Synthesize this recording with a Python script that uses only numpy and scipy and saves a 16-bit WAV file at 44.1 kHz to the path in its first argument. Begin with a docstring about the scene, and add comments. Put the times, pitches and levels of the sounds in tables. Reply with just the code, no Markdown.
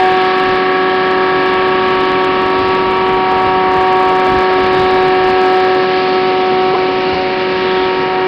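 """A lobe blower on a truck drones across a street, over roaring air, a puttering engine and buffeting wind.
Lobe pulses give a harmonic stack of sines; shaft and gears add weaker sines locked to the same rotation.
Filtered noise makes the roar, hiss and wind; short tone bursts make the engine pops and two dull thumps.
The hand-held microphone swings round slowly, so levels follow its direction and the street echoes.
The small recorder is narrow-band and overloads on the highest peaks."""
import sys
import numpy as np
from scipy import signal
from scipy.fft import rfft, irfft
from scipy.io import wavfile

SR = 44100
rng = np.random.default_rng(int(sys.argv[2]) if len(sys.argv) > 2 else 0)


def unload_wav(signal):
    """Save mono or channel-first audio to the path in sys.argv[1] as 16-bit WAV at rate SR, clipped to [-1, 1]."""
    wavfile.write(
        sys.argv[1],
        SR,
        np.round(np.clip(np.atleast_2d(signal).T, -1, 1) * 32767).astype(np.int16),
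    )


N = 364707

# moments when the lobe tones break up and a thump sounds: start_s (centre), jolt_turns, thump_level_db
BREAKS = [(6.749, .2, -8.5), (7.148, .2, -15)]


def from_db(db):
    """Logarithmic level: the amplitude gain of a level in dB."""
    return 10 ** (np.asarray(db) / 20)


def rms_one(x):
    """Normalisation: the signal scaled to an rms of 1."""
    return x / np.sqrt(np.mean(x ** 2) + 1e-20)


def in_time(rows):
    """Linear interpolation: each column of a curve table as one value a sample."""
    seconds, *columns = np.transpose(rows)
    return [np.interp(np.arange(N) / SR, seconds, column) for column in columns]


def bumps(rows):
    """Superposition of bell-shaped swells, each given as centre_s, half_length_s, height."""
    t = np.arange(N) / SR
    return sum(height * np.exp(-((t - centre) / half) ** 2) for centre, half, height in rows)


def drift(rate_hz):
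    """Low-pass random process of rms 1: noise at every 40th sample through two equal poles."""
    pole = np.exp(-2 * np.pi * rate_hz * 40 / SR)
    noise = rng.standard_normal(N // 40 + 2002)
    slow = signal.lfilter([1], [1, -2 * pole, pole * pole], noise)[2000:]   # drop the settling time
    return np.interp(np.arange(N) / 40, np.arange(len(slow)), rms_one(slow))


def tone(turns, level_db, waver_db):
    """Amplitude modulation: a sine whose rms level wavers with the air between truck and microphone."""
    amplitude = np.sqrt(2) * from_db(level_db + waver_db * drift(3.5))
    return amplitude * np.cos(2 * np.pi * turns)


def break_window(centre_s):
    """Flat-topped gate: near 1 during a break, near 0 elsewhere."""
    half_s = .012
    return np.exp(-((np.arange(N) / SR - centre_s) / half_s) ** 4)


def break_up():
    """Phase modulation in turns: a jump ahead and back at each break, varied by chance at every call."""
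    jolt = sum(turns * break_window(s) for s, turns, db in BREAKS)
    return jolt * (1 + .5 * drift(36.0))


def lobe_levels(away):
    """Interference: echoes cancel or reinforce single lobe tones; returns level_db by multiple."""
    # the two loudest lobe tones as the microphone swings: time_s, main_level_db, octave_level_db
    drone = [(0.0, -15.5, -11), (0.37, -15.5, -18.5), (1.59, -15, -21.5), (2.99, -16, -22.5),
             (3.31, -17, -16.5), (4.1, -16, -15), (4.54, -14.5, -18.5), (4.81, -13.5, -16.5),
             (5.57, -12.5, -14.5), (5.87, -14, -19.5), (6.63, -14.5, -16.5), (6.86, -15, -21),
             (7.21, -18.5, -20), (7.51, -16, -27), (7.83, -15, -22), (7.97, -16.5, -27),
             (8.15, -17.5, -17.5), (8.27, -12.5, -24)]
    # weaker lobe tones, as multiples of the main pitch
    side_multiples = [1.5, 2.5, 3, 3.5, 4.5]
    # one row for each of them: level_db, change_facing_away_db
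    side_lobes = [(-29, -0.5), (-26, -1.5), (-20.5, -12), (-26, -4), (-33.5, -3)]
    # street echoes, one list for each of them: centre_s, half_length_s, change_db
    interference = [
        [(0.0, 0.44, -3.5), (3.05, 0.34, -13.5), (5.85, 0.2, 4), (7.3, 0.33, 4)],
        [(.7, 0.23, -6.5), (3.0, 1, 5), (4.0, 0.77, 4.5), (5.9, 0.28, -4), (8.0, 0.42, 4.5)],
        [(0.0, 0.13, -4), (1.9, 0.36, 1.5), (4.1, .3, 1.5), (7.3, 0.18, -4)],
        [(0.0, 0.12, -13), (3.85, 0.22, -4), (5.05, 0.2, -2.5), (5.5, 0.13, 4), (7.25, .2, -6)],
        [(.8, 0.94, 6), (3.0, .4, -0.5), (4.6, 0.3, 2.5), (5.9, .3, 4.5), (7.2, 0.67, -2)],
    ]
    levels = dict(zip([1, 2], in_time(drone)))
    for multiple, (db, away_db), rows in zip(side_multiples, side_lobes, interference):
        levels[multiple] = db + away_db * away + bumps(rows)
    return levels


def lobe_tones(main_turns, levels):
    """Dispersion: lobe tones leave as one pulse that the pipework spreads, the higher tones lagging."""
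    # shift of the overtones by street echoes as the microphone moves: time_s, lag_turns
    overtone_lag = [(0, -.06), (.9, .04), (2.4, 0), (2.9, -.14), (4.4, -.1), (5.2, .1), (6.8, .25),
                    (8.27, .28)]
    lag_per_tone, lag_past_resonance = .17, .43   # turns per half multiple, the second past the pipe resonance
    dip_share = .4   # loss of amplitude in a break
    (echo_lag,) = in_time(overtone_lag)
    out = 0
    for multiple, level_db in levels.items():
        behind = lag_per_tone * max(2 * multiple - 3, 0)
        behind += lag_past_resonance * np.clip(2 * multiple - 5, 0, 2)
        behind = behind + echo_lag * (multiple > 1)
        out = out + tone(multiple * main_turns - behind + break_up(), level_db, waver_db=0.5)
    return out * (1 - dip_share * sum(break_window(s) for s, turns, db in BREAKS))


def shaft_lines(shaft_turns, orders, levels_db, waver_db):
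    """Order-locked lines: sines at fixed multiples of the shaft speed, each starting at a random phase."""
    return sum(tone(order * shaft_turns + rng.random(), db, waver_db)
               for order, db in zip(orders, levels_db))


def blower(away):
    """Rotating-machine harmonics: lobe, shaft and gear tones all follow one shaft speed."""
    # pitch of the main lobe tone: time_s, pitch_hz
    speed = [(0.1, 372.7), (0.5, 373.2), (1.1, 373.6), (1.5, 373.35), (2.3, 373.2), (2.72, 375.1),
             (3.0, 375.05), (3.35, 374.6), (3.7, 373.5), (4.15, 372.9), (5.8, 372.75), (6.1, 372.5),
             (7.1, 372.35), (8.2, 372.8)]
    # lines beside the tone at 36 times shaft speed, from once-a-turn unevenness: shaft_multiple
    beside_orders = [37, 38]
    # their levels against that tone: level_db
    beside_db = [-9, -18]
    # weaker lines locked to the shaft: shaft_multiple
    shaft_orders = [6, 7, 8.5, 9, 10.5, 15, 48, 60, 61, 63, 66, 69, 72, 74, 75, 76, 78, 84, 87, 90, 93, 96,
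                    102, 126, 129]
    # their levels before shading: level_db
    shaft_db = [-37, -39, -40, -31, -35, -39, -45, -39, -45, -44, -41, -45, -38, -39, -38, -45, -46, -43,
                -43, -42, -47, -47, -48, -51, -51]
    # gear whine near the casing resonance: shaft_multiple
    gear_orders = [50.5, 51.82, 52.88, 57, 58]
    # their levels against the whine curve: level_db
    gear_db = [-15, -11, 0, -11, -3]
    # level of the gear whine: time_s, level_db
    whine = [(0, -27.5), (1.55, -26.5), (2.45, -31.5), (3.05, -36.5), (3.5, -31.5), (4.55, -29), (5.8, -28),
             (6.4, -44.5), (7.2, -41), (7.55, -35), (7.85, -34.5), (8.27, -34)]
    (main_hz,), (whine_db,) = in_time(speed), in_time(whine)
    main_turns = np.cumsum(main_hz) / SR
    shaft_turns = main_turns / 12   # the main tone is at twelve times the shaft speed
    levels = lobe_levels(away)
    shading_db = -4 * (away - .3)   # shaft lines are shaded facing away
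    out = lobe_tones(main_turns, levels)
    out += shaft_lines(shaft_turns, beside_orders, [levels[3] + db for db in beside_db], waver_db=1.0)
    out += shaft_lines(shaft_turns, shaft_orders, [db + shading_db for db in shaft_db], waver_db=2.0)
    return out + shaft_lines(shaft_turns, gear_orders, [whine_db + db for db in gear_db], waver_db=1.0)


def roar(levels):
    """Turbulence noise: one coloured noise split into overlapping ranges that swell apart."""
    # colour of the roar: frequency_hz, density_db (per Hz)
    colour = np.array([(60, -20), (150, -5), (300, 0), (420, -1), (650, -4), (1150, -5), (1450, -8),
                       (2000, -8), (3000, -9), (3550, -11.5), (3700, -13), (4640, -15), (4740, -19),
                       (5400, -19.5)])
    # casing resonances lifting the roar: frequency_hz, width_hz, lift_db
    casing = [(1704, 100, 2.5), (2315, 250, 4), (2820, 120, 3)]
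    # ranges in which the level is set: low_hz, high_hz
    ranges_hz = [(160, 520), (580, 1280), (1350, 1950), (1950, 3000), (3050, 3600), (3700, 4650)]
    hz = np.fft.rfftfreq(N, 1 / SR) + 1   # +1 keeps the logarithm finite
    colour_db = np.interp(np.log(hz), np.log(colour[:, 0]), colour[:, 1])
    for peak_hz, width_hz, lift_db in casing:
        colour_db = colour_db + lift_db / (1 + (2 * (hz - peak_hz) / width_hz) ** 2)
    spectrum = rfft(rng.standard_normal(N)) * from_db(colour_db)
    out = 0
    for (low, high), level_db, row in zip(ranges_hz, levels, np.eye(len(levels))):
        share = np.interp(hz, np.mean(ranges_hz, axis=1), row)   # triangular crossfade to the neighbours
        inside = spectrum[(hz > low) & (hz < high)]
        range_rms = np.sqrt(2 * np.sum(abs(inside) ** 2)) / N
        out = out + from_db(level_db + 0.61 * drift(4.0)) * irfft(spectrum * share, N) / range_rms
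    return out


def putter():
    """Periodic impulse excitation: each engine firing is a short hollow pop of two tones a fifth apart."""
    # the pops before chance: time_s, peak_level_db (of the upper tone), pitch_hz
    pops = [(0, -32, 700), (2.3, -30, 650), (2.65, -22, 680), (2.85, -20, 830), (3.55, -22, 840),
            (3.8, -27, 620), (4.05, -20.5, 620), (4.67, -20, 660), (4.74, -18.5, 850), (4.9, -19, 860),
            (5.0, -21, 1000), (5.9, -22, 1010), (6.1, -23, 1230), (6.4, -25, 1220), (6.55, -28, 1450),
            (7.1, -28, 1550), (8.27, -36, 1600)]
    first_s, period_s, half_s = .1055, .07858, .006
    level_spread_db, pitch_spread = 2, .04   # the second as a share of the pitch
    db, hz = in_time(pops)
    span = np.arange(-800, 800)
    envelope = np.exp(-(span / SR / half_s) ** 2)
    out = np.zeros(N + 1600)   # 800 samples of margin at both ends
    starts = (np.arange(first_s, N / SR, period_s) * SR).astype(int)
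    for i in starts:
        pitch_chance, upper_phase, lower_phase, level_chance = rng.standard_normal(4)
        turns = hz[i] * (1 + pitch_spread * pitch_chance) * span / SR
        pop = np.cos(2 * np.pi * (turns + upper_phase))
        pop += 0.6 * np.cos(2 * np.pi * (.66 * turns + lower_phase))   # weaker, about a fifth below
        out[i + 800 + span] += from_db(db[i] + level_spread_db * level_chance) * envelope * pop
    return out[800:N + 800]


def break_thump():
    """Modal superposition: a dull thump at each break from three short soft tones in quick succession."""
    # tones of a thump: pitch_hz, level_db, delay_s (after the break)
    thump_modes = [(410, 0, -.007), (1030, -3.5, .001), (760, 0, .007)]
    t, out = np.arange(N) / SR, 0
    for s, turns, db in BREAKS:
        for hz, mode_db, late_s in thump_modes:
            swell = np.exp(-((t - s - late_s) / .005) ** 2)
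            out = out + from_db(db + mode_db) * swell * np.cos(2 * np.pi * (hz * t + rng.random()))
    return out


def band_noise(order, low_hz, high_hz):
    """Band-pass filtering: white noise narrowed to a band and scaled to rms 1."""
    sos = signal.butter(order, [low_hz, high_hz], "band", fs=SR, output="sos")
    return rms_one(signal.sosfilt(sos, rng.standard_normal(N)))


def wind():
    """Pressure fluctuation at the microphone: lumpy low noise, with harder buffets that reach higher."""
    # strength of the breeze before its lumps: time_s, level_db
    breeze = [(0, -39.5), (1.0, -39.5), (1.9, -36.5), (2.6, -32.5), (4.2, -36), (4.9, -31), (5.25, -28.5),
              (5.5, -40), (7.3, -43), (8.27, -39.5)]
    # single buffets: centre_s, half_length_s, lift_db (above the breeze)
    buffets = [(.48, 0.063, 9.5), (2.16, 0.086, 4), (2.37, 0.049, 2), (2.88, .05, 7), (3.2, 0.042, 5),
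               (3.5, .05, 7), (4.37, .04, 11), (4.64, .03, 5.5), (4.79, 0.035, 6), (5.045, .01, 6),
               (5.12, .01, 2), (5.21, .01, 2.5), (6.96, .04, 7), (7.14, .04, 12), (7.5, 0.022, 6),
               (7.8, 0.073, 3)]
    level_db = in_time(breeze)[0] + 3.1 * drift(7.7)
    buffet_db = bumps(buffets)
    low = from_db(level_db + buffet_db) * band_noise(1, 40, 180)
    # the brighter part is weaker but grows faster in a buffet
    top = from_db(level_db - 6.5 + 1.4 * buffet_db) * band_noise(1, 150, 420)
    return low + top


def other_machines():
    """Harmonic series: a second machine's thin hum further off, and a low engine note, both at fixed pitch."""
    # level of the hum: time_s, level_db
    hum_curve = [(0, -50), (4.4, -50), (5.0, -34.5), (6.5, -38.5), (8.27, -29.5)]
    # its partials 1, 2, 3 ... against that level: level_db
    hum_partials_db = [-2, -5.5, -11.5, -7.5, -9, -4]
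    # the idling engine: pitch_hz, level_db
    idle_lines = [(72.7, -49), (145.4, -43), (218, -49), (264, -46.5)]
    hum_hz = 473.6
    t, (hum_db,) = np.arange(N) / SR, in_time(hum_curve)
    hum = sum(tone(k * hum_hz * t + rng.random(), hum_db + db, waver_db=2.0)
              for k, db in enumerate(hum_partials_db, start=1))
    idle = sum(tone(hz * t + rng.random(), db, waver_db=1.5) for hz, db in idle_lines)
    return hum + idle


def hiss_patches():
    """Gated band noise: the hiss swells briefly in narrow bands that fade in and out."""
    # the patches: centre_s, half_length_s, frequency_hz, level_db
    patches = [(.2, .15, 3500, -38), (0.943, 0.23, 3200, -34), (4.2, .15, 3260, -38.5),
               (4.881, 0.17, 3780, -33), (6.097, 0.16, 4500, -35), (6.952, 0.22, 2880, -37),
               (7.78, 0.15, 3360, -31.5)]
    t, out = np.arange(N) / SR, 0
    for s, half, hz, db in patches:
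        swell = np.exp(-((t - s) / half) ** 2)
        out = out + from_db(db) * swell * band_noise(2, hz - 220, hz + 220)
    return out


def scene():
    """Linear superposition of every source at the microphone, as one channel."""
    # how far the microphone faces away from the truck: time_s, share (0-1)
    facing_away = [(0, 0.07), (4.3, 0.08), (4.9, 0.26), (6, 0.6), (6.7, 0.5), (7.25, 0.92), (7.7, 0.7),
                   (8.27, 0.75)]
    # swing of the treble roar, felt by the ranges according to their share: time_s, level_db
    treble = [(0, 1), (.3, 2.5), (.8, -0.5), (1.8, 1.5), (2.7, .5), (3.05, -2.5), (3.7, -2), (4.6, 2),
              (5.1, 0.5), (5.5, 0), (6.3, 1), (7.0, -1), (7.7, 1), (8.27, -3.5)]
    # the roar in each range: level_db, change_facing_away_db, treble_share
    roar_levels = [(-27.5, 2, 0.2), (-26, -5.5, -0.5), (-28, -2.5, 0.68), (-28, 1, .3), (-34, -1.5, 1),
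                   (-36.5, 3.5, 0.86)]
    away = np.clip(in_time(facing_away)[0], 0, 1)
    (treble_db,) = in_time(treble)
    roar_db = [db + away_db * away + share * treble_db + 0.7 * drift(0.6)   # with a slow swell of its own
               for db, away_db, share in roar_levels]
    machine = blower(away) + roar(roar_db) + putter() + break_thump()
    return (machine + wind() + other_machines() + hiss_patches())[None]


def record(dry):
    """Sampling and overload: quarter-rate samples interpolated with a faint mirror band, then hard clipping."""
    narrow_hz, overload, cutoff_hz = 5345, .712, 15900   # overload is the clipping amplitude
    narrow = signal.sosfilt(signal.ellip(14, .3, 60, narrow_hz, fs=SR, output="sos"), dry)
    sparse = narrow * 4 * (np.arange(N) % 4 == 0)   # every fourth sample, level made up
    interpolator = signal.firwin(121, SR / 8, window=("kaiser", 9), fs=SR)
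    smooth = signal.fftconvolve(sparse, interpolator[None], "same")
    clipped = np.clip(smooth, -overload, overload)
    return signal.sosfilt(signal.ellip(10, .1, 70, cutoff_hz, fs=SR, output="sos"), clipped)


dry = scene()
out = record(dry)
unload_wav(out)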